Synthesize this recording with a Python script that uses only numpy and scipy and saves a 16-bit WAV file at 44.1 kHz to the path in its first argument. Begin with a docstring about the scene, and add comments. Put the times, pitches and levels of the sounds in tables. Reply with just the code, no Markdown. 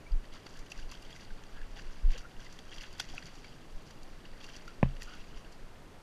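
"""A hooked fish thrashes beside a small boat, heard from inside a sealed camera housing.
Low rumble, amplifier hiss and faint swirling water run from the start. At 0.1 s a jolt of the wearer
thumps through the mount. From 0.2 s the fish throws spray, with slaps, spatters and later gurgles;
the shell's resonances colour the spray and cracks. A second jolt comes at 2 s, the loudest slaps
near 3 s. At 4.8 s something hard knocks the hull; the last thrash follows at 5.4 s."""
import sys
import numpy as np
from scipy import signal
from scipy.fft import rfft, irfft, next_fast_len
from scipy.io import wavfile

SR = 44100
rng = np.random.default_rng(int(sys.argv[2]) if len(sys.argv) > 2 else 0)


def dump_mix(stems):
    """Bounce the given channels to the path in sys.argv[1] as a 16-bit WAV at rate SR."""
    frames = np.atleast_2d(stems).T  # one column per channel
    limited = np.clip(frames, -1, 1)  # hard clip at full scale
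    pcm = np.round(limited * 32767).astype(np.int16)
    wavfile.write(sys.argv[1], SR, pcm)


N = 265683

# Sway of the mount. Each row: time in seconds, rumble level in dB.
MOUNT_SWAY = [(0, -70), (0.08, -41), (0.3, -48), (0.4, -47), (0.62, -48), (0.69, -57), (0.78, -34),
              (0.96, -39.5), (1.05, -51.5), (1.33, -42.5), (1.43, -60), (1.53, -42), (1.9, -40), (2.0, -47),
              (2.2, -43.5), (2.32, -58), (2.38, -46), (3.25, -48), (3.57, -53), (3.76, -38), (3.88, -53),
              (3.95, -47), (4.8, -48), (5.19, -44.5), (5.55, -44), (5.83, -54), (5.93, -44), (6.02, -68)]
# Rumble spectrum. Each row: frequency in Hz, relative density in dB.
RUMBLE_SPECTRUM = [(8, 4), (14, 21), (28, 8.5), (45, -2), (80, -23), (140, -37), (400, -70), (2000, -120)]
# Amplifier hiss spectrum. Each row: frequency in Hz, relative density in dB.
HISS_SPECTRUM = [(30, -33), (55, -1.5), (147, -2.5), (287, -6), (499, -9), (1100, -14.5), (1540, -17),
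                 (2310, -20.5), (4000, -25.5), (7000, -30.5), (12000, -37.5), (13500, -43), (15300, -43)]
# Circuit tones. Each row: frequency in Hz, rms level in dB.
CIRCUIT_TONES = [(14147, -95), (14207, -95)]
# Shell resonances. Each row: centre in Hz, width in Hz, gain in dB.
HOUSING_MODES = [(741, 274, -4), (1560, 187, 0), (1980, 365, -1.5), (2780, 240, 2.5), (3254, 316, 0.5),
                 (4664, 370, 1), (5800, 234, -2), (6160, 400, -6.5), (6970, 580, -7.5), (8400, 5300, -21),
                 (11500, 1400, -19.5), (13200, 1500, -33)]
# Restless water between thrashes. Each row: time in seconds, spray gain in dB.
WATER_SWIRL = [(0, -68), (0.3, -69), (0.7, -64), (1.4, -64.5), (1.7, -63), (1.85, -58.5), (2.1, -62.5),
               (2.33, -67), (2.65, -62.5), (2.95, -59), (3.35, -60.5), (3.7, -66), (3.95, -67), (4.3, -64),
               (4.8, -65.5), (5.25, -63.5), (5.6, -67.5), (6.02, -74)]
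# Sheets of spray thrown by the fish. Each row: end of the rise in seconds, spray gain in dB,
# hold in seconds, fine droplets in dB relative to that gain.
FISH_THRASHES = [(0.242, -59, .005, -16), (0.33, -56, 0.043, -11.5), (0.46, -62.5, .17, -3.5),
                 (0.713, -57, .1, -1.5), (0.902, -54.5, .035, -6.5), (1.042, -60.5, 0.058, -10),
                 (1.105, -57.5, .14, -8), (1.305, -63.5, 0.076, -16), (1.562, -66.5, .08, -20),
                 (1.772, -51.5, .025, -9), (2.112, -54, .045, -8), (2.186, -56, 0.0088, -5),
                 (2.405, -58.5, .04, -4.5), (2.506, -62.5, 0.052, -6), (2.718, -55, 0.043, -6),
                 (2.775, -57.5, .02, -5), (2.811, -52.5, 0.035, -8), (2.996, -54, 0.031, -2),
                 (3.09, -57, .19, -6), (3.327, -62.5, .035, 0), (3.45, -57, .005, -17),
                 (3.865, -63, 0.039, -5), (4.25, -64, .008, -18), (4.41, -57, .16, -4),
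                 (4.68, -56.5, 0.011, -12), (5.009, -55, .04, -8), (5.08, -58, .14, -10.5),
                 (5.362, -63.5, 0.017, -2)]
# Slaps and plops. Each row: start in seconds, level in dB, bubble pitch in Hz, bubble t60 in seconds,
# crack in dB relative to the bubble.
WATER_SLAPS = [(0.065, -48, 2250, 0.074, -15), (0.1184, -49, 4700, 0.032, -7), (0.243, -48, 1890, .025, -8),
               (0.461, -34, 330, 0.017, -12), (0.4655, -42, 1350, 0.017, 1.5), (0.665, -46, 3000, .02, -6),
               (0.7037, -48, 4730, .018, 0), (0.7189, -31.5, 2690, 0.018, -6), (0.7785, -49, 2710, .02, -4),
               (0.7978, -46, 2780, .026, 1), (0.9164, -43, 4810, .02, -4), (0.973, -47, 3200, .02, -6),
               (1.0, -54, 3050, .02, -8), (1.026, -45, 2780, .022, -8), (1.05, -46, 3090, .02, -4),
               (1.1057, -46, 4650, .016, 0), (1.1277, -41.5, 3300, .025, -5), (1.1622, -43, 1980, .02, -1),
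               (1.249, -47, 4370, .02, -9), (1.305, -46.5, 1550, .034, -10),
               (1.436, -47.5, 1720, .018, 3.5), (1.6155, -43.5, 1640, .025, -7),
               (1.7708, -45, 1890, .02, 1), (2.1048, -46, 1620, 0.016, 2), (2.134, -43, 2620, .022, -3),
               (2.1792, -42, 3000, .018, 3), (2.395, -43, 1560, 0.03, -7), (2.4652, -41.5, 1990, .027, -9),
               (2.589, -39.5, 3280, .013, -4), (2.6932, -46, 3090, .02, -9), (2.7258, -43, 3160, .02, -4),
               (2.782, -36.5, 3150, 0.014, -5), (2.8091, -41, 2800, 0.022, -2),
               (2.9972, -27.5, 3370, .016, -3), (2.9985, -45, 640, 0.028, -10),
               (2.999, -31, 1464, 0.028, -5), (2.9995, -31, 760, 0.018, -14), (3.0002, -25, 4660, .014, 0),
               (3.002, -33, 2550, 0.027, -15), (3.0098, -38, 3550, .02, 0), (3.0864, -46, 3000, .02, -4),
               (3.1004, -42, 3310, 0.02, -8.5), (3.18, -23, 2560, 0.0099, -23),
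               (3.1805, -37, 1380, 0.017, -16), (3.225, -44, 4460, .02, -1), (3.4442, -41, 2250, .023, -5),
               (3.481, -46, 4680, .02, -13), (4.2531, -44, 2830, .023, -11), (4.333, -48, 1900, .02, -4),
               (4.412, -47, 3270, .02, -8), (4.442, -38, 2740, 0.031, -2), (4.4883, -41.5, 1600, .02, -7),
               (4.5529, -46, 2660, .026, 2), (4.6788, -39.5, 1364, .04, -9), (4.966, -46.5, 2820, 0.022, 1),
               (5.009, -50, 2750, .025, -1), (5.02, -38.5, 2630, .02, 1), (5.0205, -37, 1900, 0.021, -7),
               (5.1351, -44, 1440, .014, -2), (5.1724, -51, 2090, .02, -4), (5.3729, -50, 2780, .017, 2)]
# Jolts of the wearer. Each row: start in seconds, level in dB, first and last frequency in Hz,
# length in seconds.
MOUNT_JOLTS = [(0.1074, -19.3, 33.5, 8.5, .118), (2.0296, -15.7, 32.3, 13.4, .124)]
# Spatters of fine drops. Each row: start in seconds, level in dB, mist in dB relative to the drops.
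DROP_SPATTERS = [(0.335, -50, -11), (0.569, -52, -7), (0.5895, -44.5, -12), (0.66, -55, -16),
                 (0.699, -48, -14), (0.716, -37.5, -21), (0.7845, -54, -25), (0.913, -42, -16),
                 (1.021, -49.5, -9), (1.104, -51, -14), (2.115, -46, -18), (2.176, -40.5, -31),
                 (2.5238, -44.5, -22), (2.588, -47, -22), (2.7401, -49, -19), (2.8144, -44, -21),
                 (2.825, -47, -8), (2.927, -47, -23), (2.979, -53, -3), (2.9972, -30, -21),
                 (3.001, -39, -21), (3.088, -49, -22), (3.147, -51.5, -1), (3.264, -47, -18),
                 (3.819, -57, -9), (3.906, -47, -25), (4.0302, -47.5, -8), (4.443, -52, -24),
                 (4.49, -49, -24), (4.5619, -47, -20), (4.677, -46, -26), (5.0149, -49, -7),
                 (5.029, -42.5, -4), (5.1494, -50, -13), (5.5217, -51.5, -22)]
# Draining air pockets. Each row: start in seconds, level in dB, pitch in Hz, length in seconds.
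AIR_POCKETS = [(1.529, -58.5, 1640, 0.11), (1.755, -55, 755, 0.039), (2.127, -52, 514, 0.05),
               (2.222, -55, 1400, 0.053), (3.134, -52, 785, 0.021), (3.21, -52, 176, 0.073),
               (4.681, -62, 1350, 0.053), (5.057, -56, 1360, 0.059), (5.105, -55.5, 1450, 0.077),
               (5.069, -59, 2870, 0.083), (5.178, -63, 2700, 0.053)]
# Blows on the hull. Each row: time in seconds, strength in dB.
HULL_BLOWS = [(4.8292, -1.5), (4.859, -26.5)]
# Modes of hull and mount. Each row: frequency in Hz, gain in dB, t60 in seconds, sign of first swing.
HULL_MODES = [(25.3, -24.5, 0.61, 1), (72, -25, 0.21, 1), (132, -19, 0.19, -1), (162, -15.5, 0.061, -1),
              (233, -13, 0.032, 1), (356, -18.5, 0.014, 1), (537, -16.5, 0.02, 1), (860, -22, 0.015, -1),
              (1027, -22, 0.022, -1), (1740, -23, 0.012, -1), (2535, -22.5, 0.0097, 1),
              (3700, -44, 0.011, -1), (5700, -42, .015, 1)]

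HISS_DB, CUTOFF_HZ = -55, 15500
SHEET_RISE_S, SHEET_FALL_DB_PER_S = 0.018, 282
SWIRL_FINE_DB = -9   # relative to the swirl
CRACK_DECAY_S, SPATTER_DECAY_S = 0.0021, 0.0041
RATTLE_GAIN_DB, RATTLE_T60_S = -44.5, 0.14


def from_db(db):
    return 10 ** (np.asarray(db) / 20)


def unit_rms(x):
    return x / np.sqrt(np.mean(x ** 2) + 1e-20)


def level_curve_db(rows):
    """Linear interpolation, one value per sample."""
    times_s, levels_db = np.transpose(rows)
    return np.interp(np.arange(N) / SR, times_s, levels_db)


def add(out, start_s, sound):
    at = round(start_s * SR)
    out[at:at + len(sound)] += sound[:N - at]


def coloured_noise(spectrum):
    """Steady noise of the given spectrum; rms 1."""
    size = next_fast_len(N)
    hz, db = np.transpose(spectrum)
    bins_hz = np.arange(size // 2 + 1) * SR / size
    gain = from_db(np.interp(np.log(bins_hz + 1), np.log(hz), db))
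    return unit_rms(irfft(gain * rfft(rng.standard_normal(size)), size)[:N])


def drift(rate_hz):
    """Slow random wander; rms 1."""
    r = np.exp(-2 * np.pi * rate_hz / SR)
    return unit_rms(signal.lfilter([1], [1, -2 * r, r * r], rng.standard_normal(N + SR))[SR:])


def ring(drive, hz, t60_s):
    """Resonator: a unit click starts a decaying sine of height 1."""
    r, w = from_db(-60 / (t60_s * SR)), 2 * np.pi * hz / SR
    return signal.lfilter([0, np.sin(w)], [1, -2 * r * np.cos(w), r * r], drive + 1e-18)


def mount_rumble():
    """Lumpy infrasound as the mount sways."""
    level_db = level_curve_db(MOUNT_SWAY) + 3.2 * drift(rate_hz=10)
    return from_db(level_db) * coloured_noise(RUMBLE_SPECTRUM)


def circuit_noise():
    """Amplifier hiss and two faint high tones."""
    t = np.arange(N) / SR
    tones = sum(np.sqrt(2) * from_db(db) * np.sin(2 * np.pi * hz * t) for hz, db in CIRCUIT_TONES)
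    return from_db(HISS_DB) * coloured_noise(HISS_SPECTRUM) + tones


def housing(x):
    """The shell passes sound mainly at its resonances, neighbours in opposite phase."""
    out = 0
    for k, (hz, width_hz, db) in enumerate(HOUSING_MODES):
        r = np.exp(-np.pi * abs(width_hz) / SR)
        b = (1 - r * r) / 2 * np.array([1, 0, -1])
        a = [1, -2 * r * np.cos(2 * np.pi * hz / SR), r * r]
        out = out + (-1) ** k * from_db(db) * signal.lfilter(b, a, x)
    return out


def spray_gains():
    """Each thrown sheet rises, holds and rains out over the swirl; powers add."""
    t = np.arange(N) / SR
    power = from_db(level_curve_db(WATER_SWIRL)) ** 2
    fine_power = power * from_db(SWIRL_FINE_DB) ** 2
    for crest_s, db, hold_s, fine_db in FISH_THRASHES:
        rise = np.clip((t - crest_s) / SHEET_RISE_S + 1, 0, 1)
        fall_db = SHEET_FALL_DB_PER_S * np.maximum(t - crest_s - hold_s, 0)
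        sheet_power = (rise * from_db(db - fall_db)) ** 2
        power += sheet_power
        fine_power += sheet_power * from_db(fine_db) ** 2
    return np.sqrt(power), np.sqrt(fine_power)


def droplets(per_s, spread_db, band_hz, ring_cycles, clump_db):
    """Drops land in loud and soft clumps, each ringing a tiny bubble; rms 1 after the shell."""
    sizes = from_db(spread_db * np.minimum(rng.exponential(1, N), 5)) * rng.choice([-1, 1], N)
    landed = rng.random(N) < per_s / SR
    impacts = sizes * landed * from_db(clump_db * drift(rate_hz=28))
    pitch_index = rng.integers(0, 24, N)
    bubbles = 0
    for k, hz in enumerate(np.geomspace(*band_hz, 24)):
        t60_s = ring_cycles / hz
        struck = ring(impacts * (pitch_index == k), hz, t60_s)
        bubbles += ring(struck, hz, t60_s) * hz   # second pass: swells first, narrower band
    return unit_rms(housing(bubbles))


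def spray():
    """Sheets of water hiss, coarse drops burble in the midrange, fine ones fizz above."""
    gain, fine_gain = spray_gains()
    midrange = signal.butter(2, [1800, 5200], "band", fs=SR, output="sos")
    hiss = signal.sosfilt(midrange, rng.standard_normal(N))
    sheet = unit_rms(housing(hiss * from_db(3.7 * drift(rate_hz=33))))
    coarse = droplets(per_s=1500, spread_db=3.35, band_hz=(1080, 5360), ring_cycles=12.6, clump_db=2.64)
    fine = droplets(per_s=4000, spread_db=3.7, band_hz=(5200, 12600), ring_cycles=6.8, clump_db=2.8)
    return gain * (from_db(-6.5) * sheet + from_db(-2.5) * coarse) + fine_gain * fine


def water_crack(noise, decay_s):
    """Breaking water heard through the shell; peak 1."""
    t = np.arange(len(noise)) / SR
    attack = 1 - np.exp(-t / (0.35 * decay_s))
    crack = housing(noise * np.exp(-t / decay_s) * attack)
    return crack / np.max(np.abs(crack))


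def slaps():
    """Water cracks and traps a bubble whose pitch rises as it nears the surface."""
    out, t = np.zeros(N), np.arange(SR // 10) / SR
    attack = 1 - np.exp(-t / 0.00054)
    for start_s, db, hz, t60_s, crack_db in WATER_SLAPS:
        bubble = np.sin(2 * np.pi * hz * t * (1 + 1.4 * t)) * from_db(-60 * t / t60_s) * attack
        crack = water_crack(rng.standard_normal(len(t)), CRACK_DECAY_S)
        add(out, start_s, from_db(db) * (bubble + from_db(crack_db) * crack))
    return out


def jolts():
    """The mount swings two or three cycles, slowing as it settles."""
    out = np.zeros(N)
    for start_s, db, first_hz, last_hz, length_s in MOUNT_JOLTS:
        progress = np.arange(round(length_s * SR)) / (length_s * SR)
        phase = 2 * np.pi * np.cumsum(first_hz + (last_hz - first_hz) * progress) / SR
        overtone = from_db(-11) * (1 - progress) ** 2 * np.cos(2 * phase)   # sharpens early troughs
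        swell = np.sin(np.pi * progress ** 0.65) ** 2
        add(out, start_s, from_db(db) * swell * (np.sin(phase) + overtone))
    return out


def spatters():
    """Tiny drops radiate only treble, the finest mist only the top octave."""
    out = np.zeros(N)
    treble = signal.butter(3, 4500, "high", fs=SR, output="sos")
    top_octave = signal.butter(3, 8000, "high", fs=SR, output="sos")
    for start_s, db, mist_db in DROP_SPATTERS:
        noise = rng.standard_normal(SR // 10)
        drops = water_crack(signal.sosfilt(treble, noise), SPATTER_DECAY_S)
        mist = water_crack(signal.sosfilt(top_octave, noise), SPATTER_DECAY_S)
        add(out, start_s, from_db(db) * (drops + from_db(mist_db) * mist))
    return out


def gurgles():
    """A draining air pocket is shaken at random: noise in one narrow resonance."""
    out, t = np.zeros(N), np.arange(SR // 5) / SR
    for start_s, db, hz, length_s in AIR_POCKETS:
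        swell = np.sin(np.pi * np.minimum(t / length_s, 1))
        tone = unit_rms(ring(rng.standard_normal(len(t)), hz, t60_s=15 / hz + 0.0078))
        add(out, start_s, from_db(db) * swell * tone)
    return out


def hull_knock():
    """A blow and a faint second contact ring every hull mode; loose gear rattles briefly."""
    clicks = np.full(N, 1e-18)
    for time_s, db in HULL_BLOWS:
        clicks[round(time_s * SR)] += from_db(db)
    contacts = signal.sosfilt(signal.butter(4, 4500, fs=SR, output="sos"), clicks)
    modes = sum(np.sign(sign) * from_db(db) * ring(contacts, hz, t60_s)
                for hz, db, t60_s, sign in HULL_MODES)
    shaking = signal.lfilter([1], [1, -from_db(-60 / (RATTLE_T60_S * SR))], clicks)
    dull = signal.butter(4, [300, 3000], "band", fs=SR, output="sos")
    band_makeup = np.sqrt(SR / 5400)
    rattle = signal.sosfilt(dull, shaking * rng.standard_normal(N)) * band_makeup
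    return modes + from_db(RATTLE_GAIN_DB) * rattle


def scene():
    """All sources at one microphone."""
    water = spray() + slaps() + spatters() + gurgles()
    return (water + jolts() + hull_knock() + mount_rumble() + circuit_noise())[None]


def record(dry):
    """Steep low-pass, 70 dB down from the cutoff."""
    return signal.sosfilt(signal.cheby2(20, 70, CUTOFF_HZ, fs=SR, output="sos"), dry)


dry = scene()
out = record(dry)
dump_mix(out)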